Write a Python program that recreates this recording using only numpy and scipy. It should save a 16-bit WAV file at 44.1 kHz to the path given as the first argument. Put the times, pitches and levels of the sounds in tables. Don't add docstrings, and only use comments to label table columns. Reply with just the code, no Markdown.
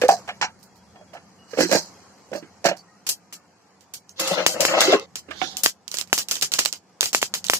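import sys
import numpy as np
from scipy import signal
from scipy.fft import rfft, irfft, next_fast_len
from scipy.io import wavfile
from scipy.ndimage import minimum_filter1d

SR = 44100
rng = np.random.default_rng(int(sys.argv[2]) if len(sys.argv) > 2 else 0)


def dump(signal):
    limited = np.clip(np.atleast_2d(signal).T, -1, 1)
    pcm = np.round(limited * 32767).astype(np.int16)
    wavfile.write(sys.argv[1], SR, pcm)


N = 334719

# pitch in Hz, level in dB per Hz.
HUM_COLOUR = [(15, -71), (25, -46.5), (59, -20.5), (72, -18), (87, 5), (146, -2), (190, 10), (260, -8.5),
              (340, -44.5), (570, -120)]
# pitch in Hz, level in dB per Hz.
AIR_COLOUR = [(150, -22.5), (260, -0.5), (368, -3.5), (557, -2), (614, -8), (700, -0.5), (780, -1.5),
              (1230, -6.5), (3500, -19), (4550, -63), (7700, -120)]
# pitch in Hz, level in dB per Hz.
FRY_COLOUR = [(2060, -50.5), (3500, -15.5), (4490, -7.5), (6810, -8), (8050, -13.5), (8800, -19),
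              (10800, -19.5), (12700, -21.5), (13000, -46)]
# time in seconds, level in dB.
GATE_LEAK = [(0.0, 10), (0.15, 9.5), (0.57, -2), (1.52, 0.5), (1.75, 11), (2.09, 3), (2.6, 0.5), (2.9, -2),
             (3.93, -5), (4.23, -4.5), (4.6, 16.5), (5.05, -4), (5.28, -2), (5.54, 8), (5.74, -6.5),
             (6.5, 1), (6.8, -6), (7.59, 4.5)]
# time in seconds, level in dB.
FLAME_SWELL = [(0, 5.5), (0.9, 0.5), (1.1, 2), (2.0, -3.5), (2.4, 0), (3.7, -5), (4.2, -2), (5.0, 2.5),
               (5.45, 2), (5.75, -4), (6.0, 1), (7.0, -3), (7.25, 3), (7.59, 4.5)]
# start in seconds, end in seconds,
# pitch in Hz, width in Hz, level in dB.
NARROW_SOUNDS = [(.68, 1.14, 3290, 40, -72), (1.38, 1.66, 2890, 60, -65), (.94, 1.04, 800, 600, -52),
                 (1.12, 1.2, 900, 800, -48), (5.28, 5.58, 85, 20, -59), (3.93, 4.0, 170, 80, -59),
                 (.35, .95, 80, 25, -65), (.28, .31, 5750, 200, -50), (.42, .47, 5800, 200, -33),
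                 (2.34, 2.4, 13900, 500, -58), (4.2, 4.31, 2030, 85, -40), (2.87, 2.98, 1880, 60, -69),
                 (3.22, 3.41, 1235, 50, -66), (3.32, 3.47, 1450, 40, -68), (3.33, 3.47, 1770, 60, -70),
                 (2.35, 2.41, 4500, 150, -52), (2.77, 2.83, 4550, 150, -52), (2.86, 2.97, 1260, 40, -64),
                 (4.085, 4.13, 6300, 900, -47), (5.44, 5.62, 760, 30, -51), (5.31, 5.4, 1520, 60, -55),
                 (.625, .68, 13900, 500, -64), (.75, .79, 14000, 400, -65), (4.93, 4.995, 1060, 85, -30),
                 (4.76, 4.88, 1300, 90, -33)]
HUM_DB, AIR_DB, FRY_DB = -57.5, -56.5, -61.5
HUM_FOLLOWS, AIR_FOLLOWS, FRY_FOLLOWS = 0.53, 0.79, 1.1

# time in seconds, pressure as body dB, speed as grit dB.
DRAGS = [
    [(4.16, -69, -60), (4.198, -32.5, -34.5), (4.38, -25.5, -30), (4.522, -45, -52.5), (4.558, -37, -56.5),
     (4.838, -19, -22.5), (4.93, -21.5, -26.5), (5.06, -52, -54.5)],
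    [(5.28, -57, -83), (5.315, -56, -55), (5.424, -55, -38), (5.508, -59, -40.5), (5.668, -58, -71.5),
     (5.7, -87, -48.5)],
]
# pitch in Hz, width in Hz, level in dB.
DRAG_BODY = [(330, 19, 2.5), (535.5, 13, 1), (835, 180, -5), (1076, 90, -9.5), (1300, 140, -3),
             (2042, 190, -3.5), (2657, 130, -2)]
# pitch in Hz, level in dB per Hz.
GRIT_COLOUR = [(710, -56.5), (1200, -39), (1680, -7), (2160, -33), (3400, 0), (6860, -9.5), (8240, -30),
               (12000, -24.5), (15600, -43.5), (22000, -120)]
PATCHY_DB = 2.5

# time in seconds, peak in dB,
# body pitch in Hz, upper ring in dB against the body.
KNOCKS = [(0.017, -11.5, 522, 0), (0.035, -5.5, 512, -18), (0.051, -16, 510, -5.5), (0.065, -34, 430, -11),
          (0.088, 0.5, 714, -13.5), (0.121, -10.5, 708, -36), (0.141, -25.5, 730, -22.5),
          (0.161, -32, 700, -28), (0.189, -37, 518, -26), (0.287, -23, 741, 3.5), (0.311, -34, 620, 0.5),
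          (0.423, -15, 848, 3), (0.44, -18, 892, -1), (1.134, -33.5, 620, -4.5), (1.15, -30.5, 694, -8),
          (1.165, -35.5, 672, -0.5), (1.532, -24, 476, -6.5), (1.572, -18, 530, -7.5),
          (1.585, -8.5, 477, -10.5), (1.604, -8.5, 473, -3.5), (1.63, -14, 330, -5.5),
          (1.692, -24, 470, -6), (1.713, -12, 546, -6), (1.728, -10.5, 632, -6), (1.748, -9, 510, -5),
          (1.766, -19, 580, -18), (1.791, -32, 624, -13), (2.315, -25, 538, -18), (2.329, -24.5, 595, -3.5),
          (2.349, -19, 592, -11), (2.424, -32.5, 276, -6.5), (2.65, -7, 671, -4.5), (2.664, -13, 580, 1),
          (2.684, -14, 683, -0.5), (2.712, -16, 576, -7.5),
          (4.206, -22.5, 554, -2), (4.22, -31.5, 545, 5), (4.253, -32.5, 507, 6), (4.281, -27, 562, -4.5),
            (4.313, -14.5, 560, -12.5), (4.338, -23.5, 590, -14.5), (4.363, -25.5, 493, -18),
            (4.379, -15, 518, -1.5), (4.399, -17, 564, -2.5), (4.488, -23, 590, -13), (4.511, -30, 634, -6),
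            (4.563, -20.5, 549, -17.5), (4.601, -12, 542, -14), (4.614, -18.5, 617, -13.5),
            (4.628, -24.5, 540, 0), (4.682, -19, 551, 5.5), (4.71, -17, 574, -4), (4.735, -10.5, 669, -2),
            (4.771, -9, 599, -5.5), (4.816, -20.5, 590, 9), (4.832, -19, 663, -8), (4.85, -17, 636, -4.5),
            (4.882, -9, 381, -20.5), (4.931, -6.5, 593, 0), (4.961, -18.5, 401, -14.5),
            (5.008, -35, 463, -18), (5.023, -34, 456, -18.5), (5.285, -34, 306, -5.5),
            (5.308, -35.5, 630, 11.5), (5.351, -41.5, 308, -1), (5.415, -20, 755, -2),
            (5.476, -39, 796, -19),
          (0.1045, -11, 714, -38), (0.278, -28, 755, -1.5), (0.412, -21.5, 845, 6.5),
           (0.956, -37.5, 715, -7), (1.01, -41, 607, -8), (1.615, -18.5, 516, -1.5),
           (2.641, -23.5, 596, -3), (2.727, -28, 702, -9.5), (4.195, -36.5, 528, -11),
           (4.543, -23, 532, -8), (4.806, -19, 614, 3.5), (4.904, -17.5, 423, -7), (4.925, -6.5, 641, -22),
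           (4.937, -5.5, 418, -21), (5.324, -46, 634, -10), (5.436, -32.5, 330, 4)]
# ratio to the body pitch, level in dB.
SPOON_MODES = [(0.679, -15.5), (0.852, -15.5), (1.0, 3), (1.089, -2.5), (1.301, -9), (1.55, -15)]
# time in seconds, left over right in dB.
SPOON_SIDE = [(0, -1.5), (1.6, -6), (1.76, -9.5), (2.3, -7), (4.2, -1), (4.4, 7.5), (4.82, 1), (4.95, 1),
              (5.4, -16)]
# time in seconds, level in dB.
WORKTOP_BOOM = [(0, -32.5), (1.3, -25), (1.6, -13.5), (1.75, -8), (2.35, -10), (2.68, -13.5), (4.2, -15),
                (4.8, -27), (5.0, -21.5), (5.45, -12.5)]
FREE_T60_S, CHOKED_T60_S = 0.13, 0.095
CHOKE_S = 0.045
DAMP_DB_S = 550.0
RISE_S, DRAG_RISE_S = 0.0019, 0.007

# time in seconds, crack in dB, thump in dB, clatter let through in dB.
STEEL_TICKS = [(0.016, -17, -17, -25.5), (0.0375, -30.5, -20, -53.5), (0.083, -14.5, -52.5, -20),
               (0.114, -14.5, -45, -21.5), (0.168, -35.5, -53.5, -40), (0.278, -42.5, -31, -40.5),
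               (0.4136, -30.5, -10, -19), (0.59, -63.5, -88, -56), (0.629, -45, -91.5, -50.5),
               (0.758, -51, -88.5, -55), (1.134, -64.5, -40, -47.5), (1.583, -52, -21, -29.5),
               (1.6037, -30, -37, -17), (1.712, -24.5, -41, -20), (1.7258, -52, -7, -15),
               (2.319, -44.5, -57, -62.5), (2.3346, -44, -28, -36.5), (2.3574, -43, -42, -34.5),
               (2.6428, -31, -30.5, -22.5), (2.658, -7, -21, -14), (2.767, -45.5, -107, -42.5),
               (1.752, -21.5, -26, -15.5)]
# time in seconds, crack in dB,
# thump in dB, sizzle let through in dB.
FIRST_POPS = [(3.0666, -31, -41, -21), (3.09, -13, -73, -14), (3.326, -42, -27, -30),
              (3.8088, -37, -62, -50.5), (3.937, -30.5, -84.5, -29), (4.094, -30, -65.5, -48.5),
              (4.196, -45, -17, -16.5), (4.274, -14, -34, -17.5), (4.4647, 6, 8, -11.5),
              (4.606, -2.5, -28, -11.5), (4.652, -1.5, 4.5, -13), (4.807, 2.5, -16, -10),
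              (4.9227, -12, -9, -23.5), (4.9975, -20, -29.5, -54), (5.1565, -11, -24, -24.5),
              (5.308, -36, -31, -47.5), (5.41, -44.5, -55.5, -57), (5.417, -30, -8.5, -54),
              (5.5695, -7, -76, -25), (5.634, -21.5, -82, -10.5), (5.6612, 9.5, 6, -15),
              (5.88, -14, -35, -38), (5.9158, -12, -34, -31), (5.9425, -10, -17.5, -24),
              (5.9713, -10.5, -31, -51.5), (5.986, -5.5, -21, -22), (6.013, -14, -26, -59),
              (6.075, -36.5, -45, -50)]
# time in seconds, crack in dB, thump in dB, sizzle let through in dB.
FULL_POPS = [(6.0997, -47, -37, -46), (6.1298, 2.5, 12, -14.5), (6.179, -4.5, -10, -18.5),
             (6.1873, -4, -31, -17.5), (6.286, -11, -34, -27), (6.3123, 0, -15, -15.5),
             (6.3555, -5.5, -33, -25), (6.368, -17, -25, -40.5), (6.4125, -10.5, -32, -27.5),
             (6.4229, -3, -16, -14), (6.4263, 0, -25, -14), (6.5957, -6, -19, -14.5),
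             (7.017, -9, -24, -20.5), (6.5188, -9, -32, -21.5), (6.538, 1.5, -16.5, -17.5),
             (6.587, -19, -14, -12), (6.591, 0.5, -0.5, -27.5), (6.651, -5, -21, -18.5),
             (6.659, -2, -8, -41), (6.7275, -6.5, -27, -27.5), (6.737, -21.5, -28, -36),
             (7.009, 5, -12, -21.5), (7.03, -6, -6, -14.5), (7.058, -1.5, -21, -20),
             (7.131, -6, -14.5, -20), (7.1484, 1.5, 5.5, -14), (7.2163, -13, -22, -19.5),
             (7.229, -6, 3, -19.5), (7.34, -3, -10.5, -19.5), (7.353, -14, -18, -22),
             (7.443, -10.5, -27, -27), (7.4677, -13, -38, -47), (7.485, -13.5, -27, -45.5),
             (7.499, 2.5, 10, -17), (7.5356, -10, 1.5, -13.5)]
# time in seconds, left over right in dB.
PAN_SIDE = [(0, -7.5), (2.8, -8), (3.3, 7), (4.0, -3), (4.3, 3.5), (4.9, 3.5), (5.4, 0.5), (6.4, -1.5),
            (7.59, 0.5)]
# pitch in Hz, level in dB per Hz.
SIZZLE_COLOUR = [(59, -42.5), (100, -8), (1490, -6), (2140, -3.5), (3010, 2.5), (3570, -2.5), (4710, 5),
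                 (6900, 5), (7520, 5.5), (8180, -1.5), (12500, -3), (13600, -9), (15200, -2), (16200, -41)]
# pitch in Hz, level in dB per Hz.
CLATTER_COLOUR = [(530, -19.5), (900, -4), (1220, -20), (1650, -7.5), (2120, -14.5), (3610, -21.5),
                  (4130, -6.5), (5860, -6), (10200, -19.5), (14300, -20), (16200, -35)]
# time in seconds, level in dB.
STEEL_RUB = [(1.46, -75.5), (1.512, -49.5), (1.564, -46.5), (1.6, -26), (1.634, -21.5), (1.656, -33.5),
             (1.706, -31), (1.751, -21), (1.818, -35.5), (1.892, -49), (1.93, -80)]
# time in seconds, treble in dB.
FACING = [(0, 2), (0.25, -0.5), (0.45, -19), (0.6, 9.5), (1.6, -0.5), (2.35, 2), (2.7, -2.5), (3.2, 2.5),
          (4.3, 2), (5.0, -4.5), (5.3, 1.5), (5.7, 0.5), (6.2, 3.5), (6.6, -1.5), (7.05, 2), (7.3, 0),
          (7.59, 4)]
CLATTER_END_S = 2.9
SPILL_DB_PER_DB = 0.4
UPPER_SWING = 0.83
HOLD_S = 0.059
FLURRY_HOLD_S, DRAG_HOLD_S = 0.0023, 0.04
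FLURRY_GAP_S = 0.07

# pitch in Hz, likeness from -1 to 1.
LIKENESS = [(60, 0.89), (300, 0.85), (1000, 0.66), (3600, 0.25), (6000, 0.029), (15000, 0.26)]
# low edge in Hz, high edge in Hz, band width in Hz, share of
# time silent, last moment in seconds, 1 if the side signal falls silent too.
SILENT_REGIONS = [(2550, 2820, 350, .2, 5.3, 0), (2970, 3230, 350, .55, 4.1, 0),
                  (3350, 3800, 550, .95, 3.6, 0), (3250, 3800, 550, .1, 5.3, 0),
                  (5000, 8000, 300, .05, 7.6, 1), (8000, 8700, 700, .2, 7.6, 1),
                  (8700, 14200, 260, .33, 7.6, 1), (14200, 16600, 1200, .4, 7.6, 1)]
# start in seconds, end in seconds.
DROPOUTS = [(3.6, 3.64), (3.72, 3.75), (4.0, 4.18), (4.21, 4.26), (4.29, 4.33), (4.42, 4.45), (4.48, 4.6),
            (4.665, 4.8), (4.83, 4.91), (4.97, 4.99), (5.18, 5.27)]
LAG_S = 6 / SR
TOP_LEFT_DB = 6.5
WARBLE_DB = 3.0


def from_db(db):
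    return 10 ** (np.asarray(db) / 20)


def rms_one(x):
    return x / np.sqrt(np.mean(x ** 2) + 1e-20)


def in_time(rows):
    s, *columns = np.transpose(rows)
    return [np.interp(np.arange(N) / SR, s, c) for c in columns]


def at_times(rows, s):
    return np.interp(s, *np.transpose(rows))


def sides(pan_db):
    return from_db(np.array([pan_db, -pan_db]) / 2)


def lagged(pair, late):
    out = pair.copy()
    out[late] = np.roll(pair[late], round(LAG_S * SR))
    return out


def add(out, s, sound):
    i = round(s * SR)
    out[:, i:i + sound.shape[1]] += sound[:, :N - i]


def band(x, low_hz, high_hz):
    return signal.sosfilt(signal.butter(2, [low_hz, min(high_hz, .45 * SR)], "band", fs=SR, output="sos"), x)


def ring(x, hz, width_hz):
    r = np.exp(-np.pi * width_hz / SR)
    w = 2 * np.pi * hz / SR
    return signal.lfilter([0, np.sin(w)], [1, -2 * r * np.cos(w), r * r], x)


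def grains(per_s, spread_db):
    sizes = from_db(spread_db * np.minimum(rng.exponential(1, (2, N)), 4)) * rng.standard_normal((2, N))
    return sizes * (rng.random((2, N)) < per_s / SR)


def drift(rate):
    steps = rng.standard_normal(int(N / SR * rate) + 2)
    return np.interp(np.arange(N) * rate / SR, np.arange(len(steps)), steps)


def coloured(pair, spectrum, lag_s):
    size = next_fast_len(N)
    hz = np.arange(size // 2 + 1) * SR / size + 1

    def at(points):
        point_hz, value = np.transpose(points)
        return np.interp(np.log(hz), np.log(point_hz), value)

    alike = np.clip(at(LIKENESS), -1, 1)
    mid, side = rfft(pair, size) * from_db(at(spectrum)) * np.sqrt([1 + alike, 1 - alike])
    right = (mid - side) * np.exp(-2j * np.pi * hz * lag_s)
    return rms_one(irfft([mid + side, right], size)[:, :N])


def narrow_sounds(out):
    t = np.arange(N) / SR
    air = rng.standard_normal(N)
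    for start, end, hz, width, level_db in NARROW_SOUNDS:
        on = (t > start) & (t < end)
        tone = 0.7 * rms_one(ring(ring(air[on], hz, width), hz, width))
        tone = tone + (width < 80) * np.sin(2 * np.pi * hz * t[on])
        fade = np.clip(np.minimum(t[on] - start, end - t[on]) / 0.015, 0, 1)
        out[:, on] += from_db(level_db) * fade * tone


def kitchen():
    leak_db, = in_time(GATE_LEAK)
    flame_db, = in_time(FLAME_SWELL)
    hum = coloured(rng.standard_normal((2, N)), HUM_COLOUR, 0)
    air = coloured(rng.standard_normal((2, N)), AIR_COLOUR, 0)
    fry = coloured(grains(per_s=25000.0, spread_db=3.5), FRY_COLOUR, LAG_S)
    out = from_db(HUM_DB + HUM_FOLLOWS * leak_db + flame_db) * hum
    out += from_db(AIR_DB + AIR_FOLLOWS * leak_db) * air
    out += from_db(FRY_DB + FRY_FOLLOWS * leak_db) * fry
    narrow_sounds(out)
    return out


def drags():
    shared, unshared = grains(per_s=2500.0, spread_db=1.0)
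    slips = shared + .3 * unshared * np.array([[1], [-1]])
    body = 0
    for hz, width, db in DRAG_BODY:
        patchy = from_db(db + PATCHY_DB * drift(28))
        body = body + patchy * np.sqrt(width) * ring(slips, hz, width)
    body = rms_one(lagged(band(body, 510, 3700), late=0))
    grit = coloured(grains(per_s=9000., spread_db=1.6), GRIT_COLOUR, LAG_S) * from_db(2.5 * drift(40))
    spoon_side = sides(*in_time(SPOON_SIDE))
    out, t = 0, np.arange(N) / SR
    for rows in DRAGS:
        body_db, grit_db = in_time(rows)
        touching = (t > rows[0][0]) & (t < rows[-1][0])
        out = out + touching * spoon_side * (from_db(body_db) * body + from_db(grit_db) * grit)
    return out


def blows_of_spoon():
    s, peak_db, hz, upper_db = np.transpose(sorted(KNOCKS))
    gap_s = np.diff(s, append=N / SR)
    t60 = np.where(gap_s < CHOKE_S, CHOKED_T60_S, FREE_T60_S)
    return zip(s, peak_db, hz, t60, upper_db, at_times(SPOON_SIDE, s), at_times(WORKTOP_BOOM, s), gap_s)


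def knocks(bounce_per_s, width_hz, hold_s, contact_s):
    out, t = np.zeros((2, N)), np.arange(6500) / SR
    contact = np.hanning(round(contact_s * SR) + 3)
    past_hold = np.maximum(0, t - hold_s)
    for s, peak_db, hz, t60, upper_db, pan_db, boom_db, gap_s in blows_of_spoon():
        dragged = DRAGS[0][0][0] < s < DRAGS[0][-2][0] - .02
        rise_s = DRAG_RISE_S if dragged else RISE_S
        rise = 1 - np.exp(-(t / rise_s) ** 2)
        fade = from_db(-60 * t / max(t60, .02) - 380 * past_hold)
        shared, *own = rng.standard_normal((3, len(t)))
        own = np.array(own)

        chatter = (shared + 0.39 * own) * (rng.random(len(t)) < bounce_per_s / SR)
        blows = signal.lfilter(contact, 1, ((t == 0) + 0.27 * chatter) * fade)
        body = sum(from_db(db) * ring(blows, ratio * hz, width_hz) for ratio, db in SPOON_MODES)
        boom = band(ring(blows, 179.6, 12), 166, 370)
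        boom = boom + 1.86 * band(ring(blows, 335, 40.8), 253.8, 690)
        body = band(body, 0.74 * hz, 2.14 * hz) + from_db(boom_db) * boom
        body = body * from_db(-600 * past_hold - DAMP_DB_S * np.maximum(0, t - gap_s)) * rise

        rattle = band((shared + 0.32 * own) * fade * rise, 1300, 2880)
        rattle += 0.032 * ring(rattle, 1744, 320)
        sound = body / np.abs(body).max() + from_db(upper_db) * rattle / np.abs(rattle).max()
        sound = from_db(peak_db) * sides(pan_db)[:, None] * lagged(sound, late=1)
        add(out, s - (rise_s - RISE_S), sound)
    return out


def bursts():
    s, crack_db, thump_db, open_db = np.transpose(sorted([*STEEL_TICKS, *FIRST_POPS, *FULL_POPS]))
    pan_db = at_times(PAN_SIDE, s) + SPILL_DB_PER_DB * (open_db + 12.0)
    flurry = np.diff(s, append=N / SR) < FLURRY_GAP_S
    dragging = (s > DRAGS[0][0][0]) & (s < DRAGS[0][-3][0])
    hold_s = HOLD_S + FLURRY_HOLD_S * flurry + DRAG_HOLD_S * dragging
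    return zip(s, crack_db, thump_db, pan_db, open_db, hold_s)


def sizzle(fade_db_s, shut_db_s, top_fade_db_s, tilt):
    level_db, pan, thin_db, age = np.full(N, -90.), np.zeros(N), np.zeros(N), np.zeros(N)
    t = np.arange(SR // 3) / SR
    for s, crack_db, thump_db, pan_db, open_db, hold_s in bursts():
        i = round(s * SR)
        spring_db = 5.4 * np.exp(-t / 0.015) - 15 * np.exp(-t / 0.00032)
        shut_db = shut_db_s * np.maximum(0, t - hold_s + 0.024)
        shape_db = open_db - 8.5 + spring_db - fade_db_s * t - shut_db
        level_db[i:i + len(t)] = np.maximum(level_db[i:i + len(t)], shape_db[:N - i])
        pan[i:i + SR] = 0.5 * pan_db
        age[i:i + len(t)] = t[:N - i]
        thin_db[i:i + SR] = np.clip(crack_db - thump_db - 41.5, -15, 15)

    oil = coloured(grains(per_s=14000., spread_db=1.5), SIZZLE_COLOUR, -LAG_S)
    clatter = coloured(grains(per_s=6900.0, spread_db=-8.5), CLATTER_COLOUR, LAG_S)
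    oil = np.where(np.arange(N) < CLATTER_END_S * SR, clatter, oil)

    size = next_fast_len(N)
    hz, waves = np.arange(size // 2 + 1) * SR / size, rfft(oil, size)
    low = irfft(waves * (hz < 3000), size)[:, :N]
    top = irfft(waves * (hz > 8000), size)[:, :N]
    low_gain = from_db(0.5 - tilt * thin_db - 170 * age)
    top_db = 0.17 * thin_db + in_time(FACING)[0] + 0.5 - top_fade_db_s * age
    top_gain = sides(TOP_LEFT_DB)[:, None] * from_db(top_db)
    oil = oil + (low_gain - 1) * low + (top_gain - 1) * top

    rub_db, = in_time([(0.0044, -120), *STEEL_RUB, (STEEL_RUB[-1][0] + .01, -120)])
    return np.hypot(from_db(level_db), from_db(rub_db)) * sides(pan) * oil


def pops(crack_s, thump_hz):
    out, t = np.zeros((2, N)), np.arange(400) / SR
    swell = (t + 0.0022) / crack_s * np.exp(-(t / crack_s) ** 2)
    for s, crack_db, thump_db, pan_db, _, _ in bursts():
        shared, *own = rng.standard_normal((3, len(t))) * swell
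        spray = shared + .8 * np.array(own)
        crack = band(band(spray, 3200, 8200), 2900, 8400) + from_db(-18) * band(spray, 8000, 16000)
        crack = crack / np.abs(crack).max(axis=1, keepdims=True)
        hz = thump_hz * rng.uniform(.95, 1.3)
        swing = ring(t == 0, hz, 1.2 * hz) + UPPER_SWING * ring(t == 0, 3000, 1300)
        thump = band(band(swing + .045 * spray, 300, 3600), 90, 4200)
        thump = thump / np.abs(thump).max(axis=1, keepdims=True)
        burst = from_db(crack_db - 4.0) * crack + from_db(thump_db - 3.5) * thump
        late = int(s < CLATTER_END_S)
        add(out, s - .0007, sides(pan_db)[:, None] * lagged(burst, late))
    return out


def scene():
    spoon = knocks(bounce_per_s=900., width_hz=31.5, hold_s=.07, contact_s=0.00089) + drags()
    puffs = sizzle(fade_db_s=129.5, shut_db_s=524.5, top_fade_db_s=30, tilt=0.17)
    return kitchen() + spoon + puffs + pops(crack_s=0.0013, thump_hz=1866)


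def thin_bands(x):
    hz, s, cells = signal.stft(np.array([x[0] + x[1], x[0] - x[1]]) / 2, SR, nperseg=1024)
    power = np.sum(np.abs(cells[0, hz > 4000]) ** 2, axis=0)
    steady = minimum_filter1d(power < 3.5 * np.roll(power, 1), size=3)
    for low, high, width, share, until, side_too in SILENT_REGIONS:
        inside = (hz > low) & (hz < high)
        which = ((hz[inside] - low) // width).astype(int)
        muted = rng.random((2, which.max() + 1, len(s) // 3 + 1)) < share
        muted = np.repeat(muted, 3, axis=2)[:, which, :len(s)]
        muted = muted & steady & (s < until) & (s > .11)
        muted[1] &= bool(side_too)
        cells[:, inside] *= ~muted
    for start, end in DROPOUTS:
        cells[0, (hz > 3300) & (hz < 3800)] *= (s < start) | (s > end)
    wander = rng.standard_normal((2, len(hz) // 3 + 1, len(s) // 4 + 1))
    wander = wander.repeat(3, axis=1).repeat(4, axis=2)[:, :len(hz), :len(s)]
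    cells *= from_db(WARBLE_DB * (wander - .35) * steady * (hz[:, None] > 900))
    mid, side = signal.istft(cells, SR, nperseg=1024)[1][:, :N]
    return np.array([mid + side, mid - side])


def top_cut(x):
    return signal.sosfilt(signal.butter(12, 15850, fs=SR, output="sos"), x)


def record(dry):
    heard = signal.sosfilt(signal.butter(1, 60, "high", fs=SR, output="sos"), dry)
    thinned = np.clip(thin_bands(heard), -1.1, 1.1)
    mix = signal.sosfilt(signal.butter(2, 45, "high", fs=SR, output="sos"), thinned)
    return top_cut(np.clip(mix, -1, 1))


dry = scene()
out = record(dry)
dump(out)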